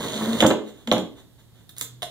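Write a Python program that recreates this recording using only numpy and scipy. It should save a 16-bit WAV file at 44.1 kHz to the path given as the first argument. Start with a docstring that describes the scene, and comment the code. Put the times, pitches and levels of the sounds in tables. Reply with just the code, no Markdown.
"""Plywood panel onto a timber frame, garage workshop

A plywood panel slides juddering over a timber frame, clatters down onto it and is knocked home.
Then a small hard part clicks in the hand and a wooden piece is tapped down, over air and a wavering hum.
Rubbing is shaped noise, judder a wandering tone, contacts are pulses with noise clusters and ringing modes.
Two microphone ports close together hear it all in a short, cluttered room."""
import sys
import numpy as np
from scipy import signal
from scipy.fft import rfft, irfft
from scipy.io import wavfile
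from scipy.ndimage import uniform_filter1d

SR = 44100
rng = np.random.default_rng(int(sys.argv[2]) if len(sys.argv) > 2 else 0)


def wav_record(signal):
    """Record a signal, one row per channel, as 16-bit PCM in the file named by sys.argv[1]."""
    frames = np.transpose(np.atleast_2d(signal))
    bounded = np.clip(frames, -1, 1)
    # unit amplitude maps onto the largest positive 16-bit level
    quanta = np.round(bounded * 32767).astype(np.int16)
    wavfile.write(sys.argv[1], SR, quanta)


N = 92610

# Low background hum. Each row: time in seconds, pitch in Hz, level in dB.
HUM = [(0,113.6,-65),(1.2,116.9,-59),(1.6,115.3,-54.5),(1.7,117.5,-57.5),(1.8,120.5,-48.5),(1.96,122.2,-45.5),(2.1,128,-52.5)]
# Spectrum of the quiet air. Each row: frequency in Hz, relative level in dB.
AIR_SPECTRUM = [(25,-19),(60,4.5),(130,2.5),(250,-4),(500,-14.5),(1200,-21.5),(2500,-26),(3700,-19),(5200,-27.5),(15000,-27)]
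AIR_DB = -54.5

# Soft scrapes of the panel, then faint rustles.
# Each row: centre in seconds, length from the peak in seconds, level in dB.
SCRAPES = [(0.684,.025,-48),(.79,0.063,-56),(1.191,0.0276,-51.5),(1.4,0.017,-56.5),(1.59,.05,-61.5)]
# Spectrum of the scrapes and rustles. Each row: frequency in Hz, relative level in dB.
SCRAPE_SPECTRUM = [(150,-1),(350,6.5),(700,1.5),(1500,-0.5),(2500,-4.5),(3700,6.5),(5000,-19.5),(6700,-3.5),(9000,-16),(15000,-18)]
# Taps of the wooden piece. Each row: start in seconds, level in dB.
TAPS = [(2.0211,-24.5),(2.029,-21),(2.043,-34)]
# Spectrum of a tap. Each row: frequency in Hz, relative level in dB.
TAP_SPECTRUM = [(150,-11),(380,-8),(540,0.5),(720,6),(850,-7.5),(1050,-6),(1400,-8),(1750,-7.5),(2400,-12),(3200,0.5),(3750,2.5),(4400,-14),(5500,-16),(10000,-17.5),(15000,-28)]
# Clicks of the small part. Each row: start in seconds, body level in dB, bright edge level in dB.
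CLICKS = [(1.693,-40,-56),(1.766,-41.5,-65),(1.776,-43,-52.5),(1.783,-40.5,-24),(1.796,-41.5,-35),(1.811,-32,-28),(1.8122,-26.5,-16.5),(1.823,-34.5,-42)]
# Spectra of the click's body and edge. Each row: frequency in Hz, relative level in dB.
CLICK_BODY_SPECTRUM = [(150,-7),(300,-0.5),(450,-2.5),(700,-8.5),(1200,-1.5),(1900,-2),(2700,-3),(3200,0),(3600,10),(4300,0.5),(6000,-4),(9000,-6)]
CLICK_EDGE_SPECTRUM = [(300,-40),(2500,-13.5),(5500,-10),(7000,1),(8800,-13),(9550,2),(9900,-5),(10400,-2),(11000,-9.5),(11900,0),(13500,-8.5),(15500,-9)]
TAP_T60_S, CLICK_BODY_T60_S, CLICK_EDGE_T60_S = 0.039, 0.045, 0.009

# Effort of the slide. Each row: time in seconds, rub level in dB, grit level in dB before its trim.
SLIDE_EFFORT = [(0,-32,-36),(.1,-37.5,-36.5),(.17,-36.5,-35),(0.218,-32,-40),(.29,-33.5,-37),(.35,-35,-37.5),(0.387,-33.5,-33)]
# Spectra of the rub and the grit. Each row: frequency in Hz, relative level in dB.
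RUB_SPECTRUM = [(30,-27.5),(100,-9),(170,-2.5),(320,-3),(620,-5),(830,-13.5),(1000,-8),(1300,-13),(2200,-17),(3500,-31.5)]
GRIT_SPECTRUM = [(1200,-15),(2600,-8),(3100,0.5),(3700,3.5),(4400,-5.5),(5100,-21.5),(6700,-4.5),(8000,-16),(10000,-18),(15500,-33)]
# Single scratches during the slide. Each row: start in seconds, level in dB.
SCRATCHES = [(.031,-41),(0.065,-46.5),(0.156,-41),(0.319,-40),(0.351,-46)]
SLIDE_STOP_S, SCRATCH_T60_S, GRIT_TRIM_DB = 0.41, 0.04, -2
# Uneven grain of the rub, flutter of the grit
GRAIN_SPREAD_DB, CHATTER_DB = 3.5, 3.5
# Wood fibres that catch and snap free during the slide
CATCH_PER_S, CATCH_DB, CATCH_SPREAD_DB = 450, -6, 2

# Stick-slip judder of the panel. Each row: time in seconds, level in dB before its trim.
JUDDER_LEVEL = [(0,-36.5),(.125,-44.5),(.162,-29),(.185,-35.5),(.232,-28),(.255,-41),(.29,-22.5),(.32,-26),(.355,-23.5),(.385,-61)]
# Short low tones after the slide: groans of the settling panel, and at 1.018 s the low ring after a blow.
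# Each row: centre in seconds, length from the peak in seconds, pitch in Hz, level in dB.
LOW_TONES = [(0.47,0.019,214,-16.5),(0.636,0.074,219,-38),(0.898,0.019,226,-21.5),(1.018,0.038,184,-29.5)]
JUDDER_HZ, JUDDER_WANDER, JUDDER_TRIM_DB = 220.8, 0.025, 3.5  # wander as a share of the pitch

# Blows of panel on frame. Each row: start in seconds, then levels in dB of the thud,
# the ring of the modes, the knock, the edge crack and the splinter tick.
BLOWS = [(.405,-31,-25.5,-26.5,-9,-21.5),(0.412,-31,-30,-19.5,-15,-21.5),(0.423,-18.5,-15,-10.5,-18.5,-35),
         (.437,-17,-27,-14,-24.5,-74),(0.444,-18,-16.5,-14,-42,-50.5),(0.463,-24,-41,-33,-14.5,-24),
         (0.467,-21.5,-33.5,-39,-24,-15.5),(0.5038,-30.5,-24.5,-15,-22,-48),(.511,-36,-26.5,-17.5,-19.5,-50),(0.533,-52.5,-45.5,-33,-42,-61),
         (.874,-43,-35.5,-28,-21.5,-32),(.915,-20.5,-18,-13,-8.5,-33),(.924,-24.5,-22,-50,-23,-25),(0.963,-35,-30.5,-22,-46,-43),(.981,-29,-34.5,-31.5,-26,-31.5)]
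# Modes of the panel. Each row: frequency in Hz, level in dB, decay by 60 dB in seconds.
PANEL_MODES = [(104,-19.5,0.37),(225.9,-1,0.27),(298,-22,.35),(317.3,-6.5,.42),(400,-31,0.11),(516.8,0,0.26),(603.7,-4,.3),(725,-17,.28),(815,-14.5,.3),(900,-19.5,.22),(998,-10.5,0.17),(1221,-19,0.32),(1352,-13,0.17)]
# Spectra of the parts of a blow. Each row: frequency in Hz, relative level in dB.
THUD_SPECTRUM = [(22,-45),(45,-20),(70,-10),(115,-4),(160,-4),(220,-1.5),(310,2),(500,-13.5),(1500,-55.5)]
KNOCK_SPECTRUM = [(25,-57.5),(120,-13),(280,-6.5),(420,-0.5),(550,1.5),(800,-2.5),(1050,-5),(1550,-10.5),(2000,-13),(2700,-20),(5000,-50.5)]
CRACK_SPECTRUM = [(100,-46.5),(1000,-20),(2300,-7),(3100,2),(3800,0),(4600,-17),(6500,-21.5),(10000,-47.5)]
TICK_SPECTRUM = [(300,-43.5),(2500,-6),(5300,-7),(6800,10.5),(8200,-3.5),(10000,-5),(12500,-5.5),(15500,-13)]
THUD_T60_S, KNOCK_T60_S, CRACK_T60_S, TICK_T60_S = 0.11, 0.052, 0.018, 0.017
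BEND_DELAY_S = 0.0022  # lag of the thud and knock behind the crack

# Room. Each row: band centre in Hz, decay by 60 dB in seconds, reverberant level in dB.
ROOM_BANDS = [(110,0.22,-3),(302,0.51,3),(712,0.39,-2),(1800,0.33,-4),(4120,0.37,-3),(12000,0.19,2.5)]
ROOM_DELAY_S, ROOM_BUILD_S = 0.0025, 0.0067
# Unrelated part between the ports. Each row: frequency in Hz, level against the common part in dB.
DIFFUSE = [(30,-11.5),(70,4.5),(150,-4.5),(330,-0.5),(600,-9.5),(1400,-9.5),(2500,-7),(4000,1.5),(8000,3.5)]
# Left port against the right. Each row: frequency in Hz, level difference in dB.
PORT_SHADE = [(40,-1),(110,-3.5),(200,2),(380,-4),(1200,-0.2),(2700,-1.5),(3700,-3),(7000,-3.5),(10000,-10),(15000,-4)]
PORT_LAG_S, PORT_LAG_FROM_HZ = 0.0002, 2160
TOP_HZ = 15500

T = np.arange(N) / SR
SIZE = 2 ** 17  # transform length, longer than the scene
FREQS = np.maximum(np.fft.rfftfreq(SIZE, 1 / SR), 1)


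def amp(db):
    """Decibels to gain."""
    return 10 ** (np.asarray(db) / 20)


def shape(points):
    """Gain at every frequency from (Hz, dB) points."""
    hz, db = np.array(points, float).T
    return amp(np.interp(np.log(FREQS), np.log(hz), db))


def filtered(x, gain):
    """Apply a frequency response."""
    return irfft(rfft(x, SIZE) * gain, SIZE)[..., :N]


def colour(x, points):
    """Causal (minimum-phase) filter of the given spectrum that keeps the power of white noise."""
    gain = shape(points)
    cepstrum = irfft(np.log(gain / np.sqrt(np.mean(gain ** 2))))
    # folding the cepstrum onto positive time makes the filter causal
    cepstrum[1:SIZE // 2] *= 2
    cepstrum[SIZE // 2 + 1:] = 0
    return filtered(x, np.exp(rfft(cepstrum)))


def noise():
    """White noise of unit power."""
    return rng.standard_normal(N)


def walk(rate):
    """Smooth chance of unit spread; a higher rate in Hz wanders faster."""
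    width = int(SR / rate)
    smooth = uniform_filter1d(uniform_filter1d(noise(), width), width)
    return smooth / smooth.std()


def fade(start, t60):
    """Sudden start and exponential decay."""
    return (T >= start) * np.exp(-np.log(1000) * np.maximum(T - start, 0) / t60)


def swells(rows):
    """Smooth rises and falls from (centre s, length s, dB) rows."""
    return sum(amp(db) * np.exp(-((T - at) / length) ** 2) for at, length, db in rows)


def strike(times, dbs, spectrum, t60, sharp):
    """Each contact is a single pulse (the sharp share of its energy) and a cluster of short-lived modes."""
    envelope = np.sqrt(sum((amp(db) * fade(s, t60)) ** 2 for s, db in zip(times, dbs)))
    pulses = np.zeros(N)
    # a pulse carries as much energy as a whole decay
    pulses[(times * SR).astype(int)] = amp(dbs) * np.sqrt(t60 * SR / (2 * np.log(1000)))
    dense = noise()
    # level out the chance swells of the coloured noise
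    power = uniform_filter1d(colour(dense, spectrum) ** 2, int(t60 * SR / 4) + 1)
    cluster = envelope * dense / np.sqrt(np.abs(power) + 1e-9)
    return colour(np.sqrt(sharp) * pulses + np.sqrt(1 - sharp) * cluster, spectrum)


def spread(common, unrelated):
    """Sound from all round: a part shared by the ports and a part of opposite sign, weighed by frequency."""
    side = shape(DIFFUSE)
    norm = 1 / np.sqrt(1 + side ** 2)
    return filtered(common, norm) + filtered(unrelated, side * norm) * np.array([[1], [-1]])


def air():
    """Quiet air: steady shaped noise from all round the microphone."""
    return amp(AIR_DB) * spread(colour(noise(), AIR_SPECTRUM), colour(noise(), AIR_SPECTRUM))


def hum():
    """Low hum: one sine whose pitch drifts and whose level wavers."""
    s, hz, db = np.array(HUM).T
    phase = 2 * np.pi * np.cumsum(np.interp(T, s, hz)) / SR
    return np.sin(phase) * amp(np.interp(T, s, db) + 1.5 * walk(20))


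def room_tail():
    """Dense reflections that build up and die away band by band."""
    hz, t60, db = np.array(ROOM_BANDS).T
    white, tail = noise(), 0
    for k, weights in enumerate(np.eye(len(hz))):
        band = filtered(white, np.interp(np.log(FREQS), np.log(hz), weights))
        unit_energy = np.sqrt(2 * np.log(1000) / (t60[k] * SR))
        tail = tail + band * fade(0, t60[k]) * amp(db[k]) * unit_energy
    return tail * np.clip((T - ROOM_DELAY_S) / ROOM_BUILD_S, 0, 1)


def scrapes_and_rustles():
    """Soft scrapes of the panel, then faint rustles: soft swells of shaped noise."""
    return colour(noise() * swells(SCRAPES), SCRAPE_SPECTRUM)


def wood_taps():
    """A wooden piece is tapped down: short strikes."""
    return strike(*np.array(TAPS).T, TAP_SPECTRUM, TAP_T60_S, sharp=0.24)


def part_clicks():
    """A small hard part clicks in the hand: a body and a shorter, brighter edge."""
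    s, body_db, edge_db = np.array(CLICKS).T
    body = strike(s, body_db, CLICK_BODY_SPECTRUM, CLICK_BODY_T60_S, sharp=0.21)
    edge = strike(s, edge_db, CLICK_EDGE_SPECTRUM, CLICK_EDGE_T60_S, sharp=0.57)
    return body + edge


def moving():
    """Motion of the sliding panel: full, then down to rest within the last 10 ms."""
    return np.clip((SLIDE_STOP_S - T) / 0.01, 0, 1)


def rubbing():
    """Wood fibres catch and let go: a grainy rub, a gritty hiss and single scratches."""
    s, rub_db, grit_db = np.array(SLIDE_EFFORT).T
    grains = noise() * amp(GRAIN_SPREAD_DB * walk(900))
    grains = grains / grains.std()
    snaps = rng.random(N) < CATCH_PER_S / SR
    catches = snaps * amp(CATCH_SPREAD_DB * np.minimum(noise(), 2))
    catches = amp(CATCH_DB) * catches / catches.std()
    rub_level = amp(np.interp(T, s, rub_db))
    rub = colour((grains + catches) * moving() * rub_level, RUB_SPECTRUM)
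    grit_level = amp(np.interp(T, s, grit_db) + GRIT_TRIM_DB + CHATTER_DB * walk(400))
    # the grit takes the catches 6 dB weaker than the rub does
    grit = colour((noise() + amp(-6) * catches) * moving() * grit_level, GRIT_SPECTRUM)
    scratches = strike(*np.array(SCRATCHES).T, GRIT_SPECTRUM, SCRATCH_T60_S, sharp=0.0975)
    return rub + grit + scratches


def wandering_tone(hz):
    """A tone of wandering pitch with a weak octave."""
    phase = 2 * np.pi * np.cumsum(hz * (1 + JUDDER_WANDER * walk(46))) / SR
    return np.sin(phase) + amp(-22) * np.sin(2 * phase)


def judder():
    """Stick-slip locked to a mode of the sliding panel: a wandering tone that follows the motion."""
    level_db = np.interp(T, *np.array(JUDDER_LEVEL).T) + JUDDER_TRIM_DB + 1.2 * walk(90)
    return wandering_tone(JUDDER_HZ) * moving() * amp(level_db)


def low_tones():
    """Short low tones after the slide: groans of the settling panel and the low ring after a blow."""
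    return sum(wandering_tone(hz) * swells([(at, length, db)]) for at, length, hz, db in LOW_TONES)


def blow_contacts():
    """The panel lands: a thud from the frame, a knock, a crack at the edge and a splinter tick."""
    s, thud_db, _, knock_db, crack_db, tick_db = np.array(BLOWS).T
    bent = s + BEND_DELAY_S  # slow bending waves bring the lows after the crack
    thud = strike(bent, thud_db, THUD_SPECTRUM, THUD_T60_S, sharp=0.222)
    knock = strike(bent, knock_db, KNOCK_SPECTRUM, KNOCK_T60_S, sharp=0.12)
    crack = strike(s, crack_db, CRACK_SPECTRUM, CRACK_T60_S, sharp=0.29)
    tick = strike(s, tick_db, TICK_SPECTRUM, TICK_T60_S, sharp=0.27)
    return thud + knock + crack + tick


def panel_ring():
    """Each blow feeds energy to the panel's modes, which ring on and decay with a slightly wandering pitch."""
    s, ring_db = np.array(BLOWS).T[[0, 2]]
    push = np.zeros(N)
    push[(s * SR).astype(int)] = amp(ring_db) ** 2
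    push = signal.lfilter([1 / 64] * 64, 1, push)  # the energy enters over 64 samples
    modes = 0
    for hz, db, t60 in PANEL_MODES:
        energy_decay = np.exp(-2 * np.log(1000) / (t60 * SR))
        energy = signal.lfilter([1], [1, -energy_decay], push)
        phase = 2 * np.pi * np.cumsum(hz * (1 + 0.012 * walk(40))) / SR
        modes = modes + amp(db) * np.sqrt(energy) * np.sin(phase)
    return modes


def ports(x):
    """The treble is later in the left channel, which is mostly weaker; the bass is kept in step."""
    lag = PORT_LAG_S / (1 + (PORT_LAG_FROM_HZ / FREQS) ** 20)
    half_shade = np.sqrt(shape(PORT_SHADE))  # half of the dB difference falls to each port
    left = filtered(x[0], half_shade * np.exp(-2j * np.pi * FREQS * lag))
    right = filtered(x[1], 1 / half_shade)
    return np.array([left, right])


def scene():
    """Contacts scatter round the room; the broad panel radiates its tones straight to the microphone."""
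    contacts = scrapes_and_rustles() + wood_taps() + part_clicks() + rubbing() + blow_contacts()
    tones = judder() + low_tones() + panel_ring()
    common = signal.fftconvolve(contacts, room_tail())[:N]
    unrelated = signal.fftconvolve(contacts, room_tail())[:N]
    room = spread(common, unrelated)
    return ports(contacts + tones + room + hum() + air())


def record(dry):
    """The recorder clips at full scale and cuts the top."""
    top_cut = signal.ellip(8, 0.2, 80, TOP_HZ, fs=SR, output="sos")
    return signal.sosfilt(top_cut, np.clip(dry, -1, 1))


dry = scene()
out = record(dry)
wav_record(out)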